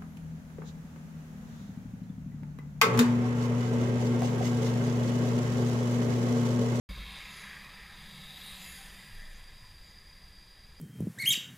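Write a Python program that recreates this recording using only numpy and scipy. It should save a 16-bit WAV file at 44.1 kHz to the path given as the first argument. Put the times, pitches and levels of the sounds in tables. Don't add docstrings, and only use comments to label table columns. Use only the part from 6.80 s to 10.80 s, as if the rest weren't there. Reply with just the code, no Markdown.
import sys
import numpy as np
from scipy import signal
from scipy.fft import rfft, irfft
from scipy.io import wavfile
from scipy.ndimage import uniform_filter1d

SR = 44100
rng = np.random.default_rng(int(sys.argv[2]) if len(sys.argv) > 2 else 0)


def store_wav(level_fs):
    pcm = np.round(np.clip(np.atleast_2d(level_fs), -1, 1) * 32767)
    wavfile.write(sys.argv[1], SR, pcm.T.astype(np.int16))


N = 176400

# pitch_hz, level_db_per_hz
FIRST_TYRE_NOISE = [(150, -102), (350, -96.5), (700, -93.5), (1100, -84.5), (1700, -90), (2400, -82.5),
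                    (3400, -90), (5000, -93.5), (8000, -103), (10700, -99.5), (12200, -109), (15000, -106)]
SECOND_TYRE_NOISE = [(150, -102), (350, -103), (700, -89.5), (1100, -94.5), (1500, -93), (2400, -87),
                     (3400, -88.5), (5000, -95.5), (8000, -96), (10200, -93), (12000, -99), (13200, -97),
                     (15000, -102)]
# nearest_s, speed_m_per_s, distance_m, band_strength, roar_angle_deg, roar_spread_deg, roar_db
RIDES = [(.53, 13.2, 5.07, 1.18, 28.7, 9.3, 6.5), (1.87, 11.34, 4.15, 1.13, 20, 20.6, 3.5)]
# angle_deg, spread_deg, pitch_hz, width_hz, boost_db
TYRE_BANDS = [(-35, 23.5, 3740, 460, 9.5), (-42, 34, 2140, 40, 9), (-27, 33, 2640, 79, 6),
              (56, 7, 1780, 210, 6), (36, 16, 1260, 460, 0), (3, 21, 4960, 200, 8), (5, 18, 6800, 450, 7.5),
              (-26, 6, 9050, 820, 8.5), (-35, 7.7, 12200, 310, 12.5), (4.5, 16, 11720, 550, 10.5),
              (12, 9.8, 10150, 420, 9), (-15, 16, 14000, 900, 4)]
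# pitch_hz, level_db_per_hz
CHORUS_NOISE = [(4500, -118), (4640, -100), (4715, -80), (4760, -91), (4810, -80), (4900, -84.5),
                (5000, -93.5), (5110, -101), (5250, -118)]
# time_s, gain_db
CHORUS_SWELL = [(0, -0.53), (.9, -1), (1.3, 1), (1.6, -1), (2.15, -1.3), (2.4, 0.42), (2.6, -0.78),
                (3.15, 1), (4, -1.2)]
# pitch_hz, width_hz, level_db
INSECT_WHINES = [(10405, 1.5, -75), (8538, 90, -88)]
# start_s, length_s, from_hz, to_hz, level_db
BIRD_CALLS = [(2.535, .05, 6150, 7300, -62), (3.03, .11, 7100, 6300, -68)]
# start_s, deep_hz, deep_db, deep_fade_s, upper_hz, upper_db, upper_fade_s
DULL_BUMPS = [(.088, 54.6, -25.5, 0.18, 179, -41.5, 0.13), (0.155, 51.6, -34.5, 0.66, 176, -41.5, 0.12),
              (2.291, 21.96, -40, 2.54, 98, -49, 0.54), (2.809, 24.6, -52.5, 0.99, 99.5, -54, 0.69)]
# start_s, pitch_hz, level_db
HOLLOW_KNOCKS = [(.105, 556, -48), (.174, 544, -51), (.763, 1820, -43.5), (2.839, 1000, -54.5)]
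# pitch_hz, level_db_per_hz
DRONE_NOISE = [(60, -100), (110, -90), (145, -76), (165, -83.5), (188, -73.5), (205, -78.5), (230, -94),
               (320, -106)]
# time_s, gain_db
DRONE_SWELL = [(.1, 4), (0.398, -1), (.85, 0), (1.048, -8), (1.2, 0.5), (1.38, 2), (1.52, 1.5), (2.0, -3),
               (2.22, -1.5), (2.36, -12), (3.0, -12), (4, -18.5)]
# pitch_hz, level_db_per_hz
AIR_NOISE = [(10, -75.5), (24, -77), (32, -72), (50, -74.5), (76, -91.5), (100, -86.5), (170, -87),
             (250, -97.5), (450, -99.5), (900, -101), (1800, -101), (3500, -101), (4400, -103),
             (5800, -103), (7000, -107.5), (9000, -110), (11200, -109.5), (12400, -113), (13300, -110.5),
             (15000, -115)]
# pitch_hz, gain_db
HOUSING_COLOUR = [(300, 0.5), (570, 1), (670, -4.5), (780, 2), (910, -2), (1000, 3.5), (1180, -1.5),
                  (1310, 2.5), (1400, -5.5), (1460, -2), (1540, -3.5), (1620, 6), (1750, 6.5), (1870, 3),
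                  (2010, 6.5), (2110, 1.5), (2250, 0), (2390, 2), (2520, -0.5), (3000, -4.5), (3300, 2.5),
                  (3500, 0), (3780, 6), (4200, -3.5), (4570, 0.5), (4800, -1), (5350, -2.5), (5800, -9),
                  (6030, -0.5), (6220, -4.5), (6900, -1), (8200, -4), (9500, -2), (15000, -3)]

SOUND_M_PER_S, TOP_HZ = 343, 15250
GRID_HZ = np.fft.rfftfreq(1024, 1 / SR)
FRAME_S = np.arange(N // 256 + 5)[:, None] * 256 / SR


def bicycle(tyre_noise, nearest_s, speed, distance, band_strength, roar_angle, roar_spread, roar_db):
    along_m = speed * (FRAME_S - nearest_s)
    away_m = np.hypot(along_m, distance)
    angle = np.degrees(np.arctan2(along_m, distance))
    sent_hz = GRID_HZ * (1 + speed / SOUND_M_PER_S * along_m / away_m)

    def band(towards, spread, hz, width_hz, db):
        return db * np.exp(-.5 * (((angle - towards) / spread) ** 2 + ((sent_hz - hz) / width_hz) ** 2))

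    loss_db = 23.5 + 5.5 * GRID_HZ / TOP_HZ
    level_db = at_pitch(tyre_noise, sent_hz) - np.log10(away_m / distance) * loss_db
    level_db += band_strength * sum(band(*row) for row in TYRE_BANDS)
    level_db += band(roar_angle, roar_spread, hz=1850, width_hz=250, db=roar_db)
    level_db += 1.66 * flicker(frames=14, pitches=9) + 1.87 * flicker(frames=40, pitches=2)
    grit_db = unit_level(uniform_filter1d(rng.standard_normal(N), size=90))
    return shaped_noise(level_db) * gain(grit_db)


def insects():
    chorus = shaped_noise(at_pitch(CHORUS_NOISE, GRID_HZ) + at_time(CHORUS_SWELL, FRAME_S))
    whines = sum(np.sqrt(2) * gain(db) * tone(np.full(N, hz), width) for hz, width, db in INSECT_WHINES)
    return chorus + whines


def bird(echo_fade_s=.45, echo_db=-4):
    calls = np.zeros(N)
    for start_s, length_s, from_hz, to_hz, db in BIRD_CALLS:
        progress = np.linspace(0, 1, round(length_s * SR))
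        swell = np.sqrt(abs(np.sin(np.pi * progress)))
        glide_hz = from_hz + (to_hz - from_hz) * progress ** 2
        add(calls, start_s, gain(db) * swell * tone(glide_hz, width_hz=900))
    t = np.arange(SR // 2) / SR
    echo = rng.standard_normal(len(t)) * gain(-60 * t / echo_fade_s)
    return calls + gain(echo_db) * signal.fftconvolve(calls, echo / np.linalg.norm(echo))[:N]


def bumps(rise_cycles=1.7):
    out, t = np.zeros(N), np.arange(SR) / SR
    for start_s, *rings in DULL_BUMPS:
        for hz, db, fade_s in (rings[:3], rings[3:]):
            loudness = np.minimum(t * hz / rise_cycles, 1) * gain(db - 60 * t / fade_s)
            add(out, start_s, loudness * tone(np.full(len(t), hz), width_hz=.043 * hz))
    return out


def knocks(rise_s=.0046, fade_s=.079):
    out, t = np.zeros(N), np.arange(SR // 4) / SR
    for start_s, hz, db in HOLLOW_KNOCKS:
        loudness = np.minimum(t / rise_s, 1) * gain(db - 60 * t / fade_s)
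        add(out, start_s, loudness * tone(np.full(len(t), hz), width_hz=180))
    return out


def drone():
    hum = colour(rng.standard_normal(N), DRONE_NOISE) * np.sqrt(SR / 2)
    return hum * gain(at_time(DRONE_SWELL, np.arange(N) / SR))


def air():
    return shaped_noise(at_pitch(AIR_NOISE, GRID_HZ) + .73 * flicker(frames=16, pitches=10))


def gain(db):
    return 10 ** (np.asarray(db) / 20)


def unit_level(x):
    return x / np.sqrt(np.mean(x ** 2) + 1e-20)


def at_pitch(table, hz):
    pitches, levels = np.transpose(table)
    return np.interp(np.log(hz + 1), np.log(pitches + 1), levels)


def at_time(table, time_s):
    return np.interp(time_s, *np.transpose(table))


def colour(sound, table):
    return irfft(rfft(sound) * gain(at_pitch(table, np.fft.rfftfreq(N, 1 / SR))), N)


def add(mix, start_s, sound):
    part = mix[max(round(start_s * SR), 0):][:len(sound)]
    part += sound[:len(part)]


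def flicker(frames, pitches):
    specks = rng.standard_normal((len(FRAME_S), len(GRID_HZ)))
    streaks = uniform_filter1d(specks, frames, axis=0)
    return unit_level(uniform_filter1d(streaks, pitches, axis=1))


def shaped_noise(db_per_hz):
    white = rng.standard_normal(N + 2048) * np.sqrt(SR / 2)
    grid = signal.stft(white, nperseg=1024, noverlap=768)[2][:, :len(FRAME_S)]
    return signal.istft(grid * gain(db_per_hz).T, nperseg=1024, noverlap=768)[1][:N]


def tone(hz, width_hz):
    wander = uniform_filter1d(rng.standard_normal(len(hz)), size=60) * np.sqrt(2 * np.pi * width_hz / SR)
    return np.sin(np.cumsum(2 * np.pi * hz / SR + wander))


def scene():
    bicycles = bicycle(FIRST_TYRE_NOISE, *RIDES[0]) + bicycle(SECOND_TYRE_NOISE, *RIDES[1])
    mono = bicycles + air() + drone() + insects() + bird() + bumps() + knocks()
    return np.array([mono, mono])


def record(dry):
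    silence_s, fade_in_s = .089, .002
    fade_in = np.clip((np.arange(N) / SR - silence_s) / fade_in_s, 0, 1)
    treble_cut = signal.firwin(511, TOP_HZ, window=("kaiser", 9), fs=SR)
    return signal.oaconvolve(colour(dry, HOUSING_COLOUR) * fade_in, treble_cut[None], "same")


dry = scene()
out = record(dry)
store_wav(out)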